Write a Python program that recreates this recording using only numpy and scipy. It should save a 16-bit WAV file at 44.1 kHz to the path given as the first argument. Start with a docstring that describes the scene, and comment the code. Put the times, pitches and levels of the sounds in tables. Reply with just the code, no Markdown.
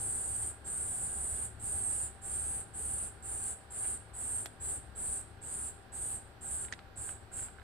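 """A cicada's shrill buzz comes first, some way off in a garden and scattered by leaves: its tymbals click
through an 8.5 kHz body resonance, in phrases that grow shorter. Close to the microphones a cat noses into
dry food and cracks the pellets. Far behind, a machine hums over a low rumble. The two microphones are a
phone's, and its noise suppressor lets the background sink whenever the cicada pauses."""
import sys
import numpy as np
from scipy import signal
from scipy.fft import rfft, irfft
from scipy.io import wavfile
from scipy.ndimage import uniform_filter1d, map_coordinates

SR = 44100
rng = np.random.default_rng(int(sys.argv[2]) if len(sys.argv) > 2 else 0)


def dump_mix(stems):
    """Bounce the given channels to the path in sys.argv[1] as a 16-bit WAV at rate SR."""
    frames = np.atleast_2d(stems).T  # one column per channel
    limited = np.clip(frames, -1, 1)  # hard clip at full scale
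    pcm = np.round(limited * 32767).astype(np.int16)
    wavfile.write(sys.argv[1], SR, pcm)


N = 336483
TIME = np.arange(N) / SR
FREQ = np.maximum(np.arange(N // 2 + 1) * SR / N, 1)
TOP_HZ = 15350

# phrases of the cicada's song: start_s, release_s, level_db, left_minus_right_db
PHRASES = [(-0.2, 0.487, -0.5, 1), (0.641, 1.453, -1, 0.5), (1.589, 2.051, 0, -0.5),
           (2.212, 2.591, -0.5, 1), (2.73, 3.062, -1, 1.5), (3.22, 3.514, -1, 0.5),
           (3.699, 3.936, -0.2, 1.5), (4.131, 4.415, -0.5, 1), (4.598, 4.754, 0, 1.5),
           (4.948, 5.183, -0.5, 1), (5.412, 5.675, -1, 0.5), (5.917, 6.155, -.5, 1),
           (6.406, 6.633, -0.5, 0), (6.955, 7.106, -1, -0.5), (7.314, 7.434, -0.5, 0)]
# the four snaps of one muscle cycle, each tymbal in and out: level_db
STROKE_DB = [0, -2.5, -1, -2]
# colour of a tymbal's sharp snap: frequency_hz, level_db
SNAP = [(5400, -49), (5900, -29), (6400, -21.5), (6800, -16), (7350, -5), (7850, 0), (9200, 2.5),
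        (9900, -10.5), (10350, -26.5), (10900, -19), (11800, -47), (12500, -19.5), (13800, -20.5),
        (15400, -29)]
# resonance of the taut abdomen, rung by the tymbal's ribs: frequency_hz, level_db
ABDOMEN = [(5500, -89), (7000, -34), (7600, -22), (8030, -11.5), (8200, -2), (9200, 0), (9620, -19.5),
           (9880, -7.5), (10300, -29), (11600, -37.5), (13000, -28), (15400, -48)]
# dry scrape of the buckling ribs: frequency_hz, level_db
SCRAPE = [(1200, -9), (2600, 4), (3600, -0.5), (4800, 4), (5600, -9), (6600, 4.5), (11500, -7), (13100, 1),
          (15000, 1.5)]
# the song at the two microphones, with a notch on the right: frequency_hz, left_minus_right_db
MIC_BALANCE = [(6500, -2.5), (7500, -2.5), (8400, -6), (8900, -1), (9300, 1.5), (9600, 16), (10000, 13),
               (10400, 15), (11000, 5), (11800, -2), (13000, 2.5), (15000, 3)]
# the cat's bites, close up:
# start_s, level_db, resonance_hz, crack_over_ring_db, crack_decay_s, muffle_hz, left_minus_right_db
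BITES = [(3.7415, -22, 1600, 7, .0015, 2800, -3), (4.4582, -4.5, 750, 8, 0.0016, 4840, 0),
         (4.4582, -6.5, 379, 2, .003, 1190, 0), (4.4588, -15, 9100, 14, 0.0018, 12000, -8),
         (4.4588, -13, 3300, 7, 0.0025, 4700, 8), (4.4658, -18, 850, 10, .002, 4000, -6),
         (4.4662, -18, 3400, 4, .003, 4200, -2), (6.648, -19, 1700, 10, .002, 4000, -3),
         (6.684, -16, 1750, 8, .002, 3980, -1), (6.7248, 1.7, 1820, -3, 0.0022, 7050, -3),
         (6.726, -6, 2030, -12, .002, 4500, -2), (6.7337, -14, 1690, 5, 0.0029, 4400, 3),
         (6.7363, -12, 1890, 11.5, 0.0022, 4400, -1), (6.791, -12, 1700, 5, 0.003, 4400, 4),
         (7.091, -10.5, 1570, 7.5, 0.0015, 3140, -12), (7.316, -18, 1450, -6, .0015, 2400, -10),
         (7.393, -18.5, 1600, 0.5, .002, 3200, -14), (7.4276, -19.5, 1530, 3, .0015, 3200, -20),
         (7.4844, -15, 1530, 6, 0.0014, 3200, -14), (7.585, -10.5, 1530, -2, .0015, 3200, -8),
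         (7.597, -15, 1530, 5, .0015, 3200, -10), (7.617, -15, 1660, -2, .0015, 3200, -12)]
# modes that a cracking pellet rings in the jaw: pitch_hz, level_db, t60_s
JAW_MODES = [(2030, -13.5, 0.018), (3030, -20, 0.015), (4210, -21, 0.038), (6530, -8, 0.013)]
# pushes of the muzzle into the food: middle_s, half_length_s, level_db
NUZZLES = [(3.857, .016, -55.5), (7.1, 0.027, -61), (7.43, 0.089, -63)]
# colour of pellets rubbing together: frequency_hz, level_db
PELLETS = [(600, -20), (1500, 0), (2500, 0), (3500, -10), (6000, -16)]
# tones of the distant machine: pitch_hz, level_db, left_minus_right_db, wander_hz
HUM = [(70.4, -60, 5.5, 1.44), (105.4, -60.5, 3, 1.39), (240.5, -71.5, -1, 3.12), (379.2, -76.5, -14, 3.94),
       (783.7, -65.5, -5, 6.46), (1176, -80, 9, 5.02), (1408, -72.5, 4, 8.97), (1557, -80.5, -18.5, 6.1),
       (1614, -72.5, -10, 15.5)]
# colour of the outdoor background: frequency_hz, level_db
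RUMBLE = [(20, -3.5), (45, 1), (65, 6.5), (100, 1.5), (160, -5), (280, -8), (400, -4.5), (520, -9),
          (750, -7), (1100, -12), (1650, -11), (2200, -18), (4500, -23), (6500, -35), (15000, -36.5)]
# the rumble at the two microphones: frequency_hz, left_minus_right_db, likeness (0 to 1)
RUMBLE_SPREAD = [(61, 8, 1), (192, 8, 0.77), (390, 4.5, 0.56), (665, 4, 0.48), (1500, -8.5, 0.2),
                 (2270, 2, 0.09), (8000, -2, 0.03)]
# swells of the background's bass: time_s, gain_db
BASS_SWELLS = [(0, 4), (0.75, 0), (1.1, 2.5), (1.45, 2.5), (1.75, 4), (2.1, 0), (2.9, 2), (3.7, -2),
               (4.4, -0.5), (4.75, 3), (5.15, 1.5), (5.7, -0.5), (6.1, 0), (7.6, 0)]


def cicada(direct_db=-7, leaves_db=-0.66, leaves_t60_s=0.11, garden_db=-7, garden_t60_s=0.44):
    """Hidden off to one side, the song arrives mostly via the leaves, with a tail from the garden walls."""
    effort, loudness = phrasing()
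    flutter_db = 0.4 * walk(70)
    song = buzz(effort) * loudness * undb(flutter_db)
    # the direct sound reaches the right microphone later; the lag wanders with the hand
    lag_samples = 27 + 2.5 * walk(2)
    delayed = map_coordinates(song, [np.arange(N) - lag_samples], order=5)
    direct = undb(direct_db) * np.array([song, delayed])
    leaves = undb(leaves_db) * foliage(song, leaves_t60_s)
    garden = undb(garden_db) * scatter(song, garden_t60_s)
    starts, releases, _, pans_db = np.array(PHRASES).T
    return pan(np.interp(TIME, (starts + releases) / 2, pans_db)) * (direct + leaves + garden)


def phrasing(gain_db=-37.5, swell_s=0.024, relax_s=0.015, catch_db=-13, catch_s=0.0039):
    """Effort and loudness: a phrase catches at once, swells, and tapers around its release."""
    effort, loudness, last_release = 0, 0, PHRASES[0][0]
    for start, release, db, _ in PHRASES:
        rise_s = swell_s + 0.11 * (start - last_release)  # slower after a long rest
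        age = np.maximum(TIME - start, 0)
        ebb = 0.5 - 0.5 * np.tanh((TIME - release - relax_s) / (2 * relax_s))
        push = 1 - np.exp(-age / rise_s)
        caught = undb(catch_db) * (1 - np.exp(-age / catch_s))
        effort += push * ebb
        loudness += (caught + (1 - undb(catch_db)) * push) * ebb * undb(gain_db + db)
        last_release = release
    return effort, loudness


def buzz(effort, slack_pitch=0.913, tired_s=10.7, tiring_power=2.35, snap_db=-4, scrape_db=-23):
    """Snaps, a flickering scrape and the abdomen's ring, lower while it is slack and as the song tires."""
    snaps, ribs = tymbals()
    taut = steady(colour(ribs, along(ABDOMEN)))
    slack = steady(colour(ribs, along([(hz * slack_pitch, db) for hz, db in ABDOMEN])))
    tension = np.clip(effort - (TIME / tired_s) ** tiring_power, 0, 1)
    snap = undb(snap_db) * unit(colour(snaps, along(SNAP)))
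    flicker_db = 2 * walk(25.1)
    scrape = undb(scrape_db + flicker_db) * unit(colour(ribs * rng.standard_normal(N), along(SCRAPE)))
    return snap + scrape + tension * taut + (1 - tension) * slack


def tymbals(rib_count=3, rib_gap_s=0.00055, shift_s=9e-5, jitter_s=8e-6, uneven_db=2.5):
    """Two tymbals buckle in turn: each snap starts a rattle of ribs whose pattern slowly shifts."""
    elapsed_strokes = np.cumsum(snap_rate()) / SR
    strokes = np.arange(int(elapsed_strokes[-1]))
    time_draw, snap_draw, rib_draw, *jitters = rng.standard_normal((len(strokes), 3 + rib_count)).T
    times = np.interp(strokes, elapsed_strokes, TIME) + 3e-6 * time_draw
    samples = np.clip(times * SR, 0, N - 1).astype(int)
    sizes = undb(np.resize(STROKE_DB, len(strokes)))
    snaps = impulses(times, sizes * undb(snap_draw))
    ribs = 0
    for rib, jitter in enumerate(jitters):
        # each stroke of the muscle cycle has its own rib timing
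        drifts = np.array([walk(4) for _ in STROKE_DB])
        shifts = drifts[strokes % len(STROKE_DB), samples]
        late_s = rib_gap_s * rib + shift_s * shifts + jitter_s * jitter
        ribs += impulses(times + late_s, sizes * undb(uneven_db * rib_draw))
    return snaps, ribs


def snap_rate(settled_hz=489, rush=0.095, settle_s=0.12, uneven=0.006, stumble=0.008):
    """Snaps per second: a phrase starts fast and ragged, and settles as the muscles take up the load."""
    starts = np.array(PHRASES)[:, 0]
    age = TIME - starts[np.searchsorted(starts, TIME, side="right") - 1]
    unsettled = np.exp(-age / settle_s)
    wobble = 0.002 * walk(5) + (uneven + stumble * unsettled) * walk(150)
    return settled_hz * (1 + rush * unsettled + wobble)


def foliage(x, t60_s, sway_hz=5, patterns=4):
    """Reflections from swaying leaves fade in and out, shifting the colour but not the loudness."""
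    echoes = sum(walk(sway_hz) * scatter(x, t60_s) for _ in range(patterns))
    power_decay = np.exp(-np.log(10 ** 6) / (t60_s * SR))
    arriving_power = signal.lfilter([1 - power_decay], [1, -power_decay], x ** 2)
    return steady(echoes) * np.sqrt(smooth_power(arriving_power))


def microphone_balance(x):
    """Each frequency is shared between the two microphones, keeping the total power."""
    left_share = 1 / (1 + undb(-along(MIC_BALANCE)) ** 2)
    return colour(x, 10 * np.log10(2 * np.array([left_share, 1 - left_share])))


def cat_bites(gain_db=-29, main_t60_s=0.013, crack_rise_s=0.00015, porch_db=-9, porch_t60_s=0.092):
    """Close up, each bite is a short crumbling crack that rings the jaw; the porch answers."""
    t, out = TIME[:SR // 10], np.zeros((2, N))
    for start_s, db, main_hz, crack_db, crack_s, muffle_hz, pan_db in BITES:
        modes = [(main_hz, 0, main_t60_s)] + JAW_MODES
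        ring = sum(undb(mode_db - 60 * t / t60) * np.sin(2 * np.pi * hz * t) for hz, mode_db, t60 in modes)
        envelope = (1 - np.exp(-t / crack_rise_s)) * np.exp(-t / crack_s)
        crack = undb(crack_db) * rng.standard_normal((2, len(t))) * envelope
        # the mouth passes little below its main resonance and muffles the top
        mouth = signal.butter(3, [0.69 * main_hz, muffle_hz], "band", fs=SR, output="sos")
        bite = undb(gain_db + db) * pan(pan_db) * signal.sosfilt(mouth, ring + crack)
        at = int(start_s * SR)
        out[:, at:at + len(t)] += bite[:, :N - at]
    return out + undb(porch_db) * scatter(out, porch_t60_s)


def nuzzling(grains_per_s=900, uneven_db=5, pan_db=-3):
    """Pellets rub and tick against each other as the muzzle pushes into the heap."""
    times = rng.uniform(0, N / SR, int(grains_per_s * N / SR))
    grains = impulses(times, undb(uneven_db * rng.standard_normal(len(times))))
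    push = sum(undb(db) * np.exp(-((TIME - middle_s) / half_s) ** 2) for middle_s, half_s, db in NUZZLES)
    return pan(pan_db) * push * unit(colour(grains - grains.mean(), along(PELLETS)))


def machine(waver_db=2.5):
    """Tones of a distant motor, wavering in the air."""
    out = 0
    for hz, db, pan_db, wander_hz in HUM:
        phase = 2 * np.pi * np.cumsum(hz + wander_hz * walk(30)) / SR
        out += pan(pan_db) * undb(db + waver_db * walk(25)) * np.sqrt(2) * np.sin(phase)
    return out


def rumble(level_db=-50):
    """Far-off noise, alike at both microphones in the bass and diffuse above."""
    likeness = np.clip(along(RUMBLE_SPREAD, column=2), 0, 0.99)
    sides = np.array([[1], [-1]])
    mid, side = rfft(rng.standard_normal((2, N)))
    pair = irfft(mid * np.sqrt(1 + likeness) + sides * side * np.sqrt(1 - likeness), N)
    return undb(level_db) * unit(colour(pair, along(RUMBLE) + sides * along(RUMBLE_SPREAD) / 2))


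def background(bass_hz=220):
    """Rumble and machine in the distance; their bass swells and sinks."""
    air = rumble() + machine()
    bass = colour(air, -10 * np.log10(1 + (FREQ / bass_hz) ** 4))
    swell_db = np.interp(TIME, *np.array(BASS_SWELLS).T)
    return air - bass + bass * undb(swell_db)


def noise_suppressor(x, depth_db=4.5, half_open_db=-43.92, knee_db=3, window_s=0.026, above_hz=1000):
    """The phone turns everything down while little sound rises above the rumble."""
    treble = colour(x, -10 * np.log10(1 + (above_hz / FREQ) ** 4))
    treble_db = 10 * np.log10(smooth_power(np.mean(treble ** 2, axis=0), window_s))
    return x * undb(-depth_db / (1 + np.exp((treble_db - half_open_db) / knee_db)))


def scatter(x, t60_s):
    """Dense dying reflections, different at each microphone."""
    t = TIME[:SR // 2]
    echoes = rng.standard_normal((2, len(t))) * undb(-60 * t / t60_s)
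    echoes /= np.sqrt(np.sum(echoes ** 2, axis=1, keepdims=True))
    return signal.fftconvolve(np.atleast_2d(x), echoes, axes=1)[:, :N]


def impulses(times, sizes):
    """Clicks at the given times, each shared between two samples."""
    at = np.clip(times * SR, 0, N - 2)
    whole, part = at.astype(int), at % 1
    return np.bincount(whole, sizes * (1 - part), N) + np.bincount(whole + 1, sizes * part, N)


def walk(rate_hz):
    """Random values held for 1 / rate_hz seconds and smoothed twice; spread near 1."""
    hold = max(int(SR / rate_hz), 1)
    steps = np.repeat(rng.standard_normal(N // hold + 1), hold)
    return 1.3 * uniform_filter1d(uniform_filter1d(steps, hold), hold)[:N]


def smooth_power(power, window_s=0.05):
    """Running mean of a power, kept above zero."""
    return np.maximum(uniform_filter1d(power, int(window_s * SR)), 1e-12)


def steady(x):
    """Even out slow changes of strength, so that only the colour shifts."""
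    return x / np.sqrt(smooth_power(x ** 2))


def along(table, column=1):
    """One column of a table over frequency, joined on a log axis."""
    rows = np.array(sorted(table), float)
    return np.interp(np.log(FREQ), np.log(rows[:, 0]), rows[:, column])


def colour(x, db):
    """Filter by a gain for each frequency."""
    return irfft(rfft(x) * undb(db), N)


def pan(db):
    """Left and right gains for a level difference."""
    return undb(np.array([[1], [-1]]) * db / 2)


def undb(db):
    """Decibels to gain."""
    return 10 ** (np.asarray(db) / 20)


def unit(x):
    """Scale to rms 1."""
    return x / np.sqrt(np.mean(x ** 2))


def scene():
    """The garden at the microphones: cicada some way off, cat close by, background far behind."""
    return microphone_balance(cicada()) + cat_bites() + background() + nuzzling()


def record(dry):
    """The phone ducks the quiet stretches and cuts the top."""
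    lowpass = signal.ellip(10, 0.2, 70, TOP_HZ, fs=SR, output="sos")
    return signal.sosfilt(lowpass, noise_suppressor(dry))


dry = scene()
out = record(dry)
dump_mix(out)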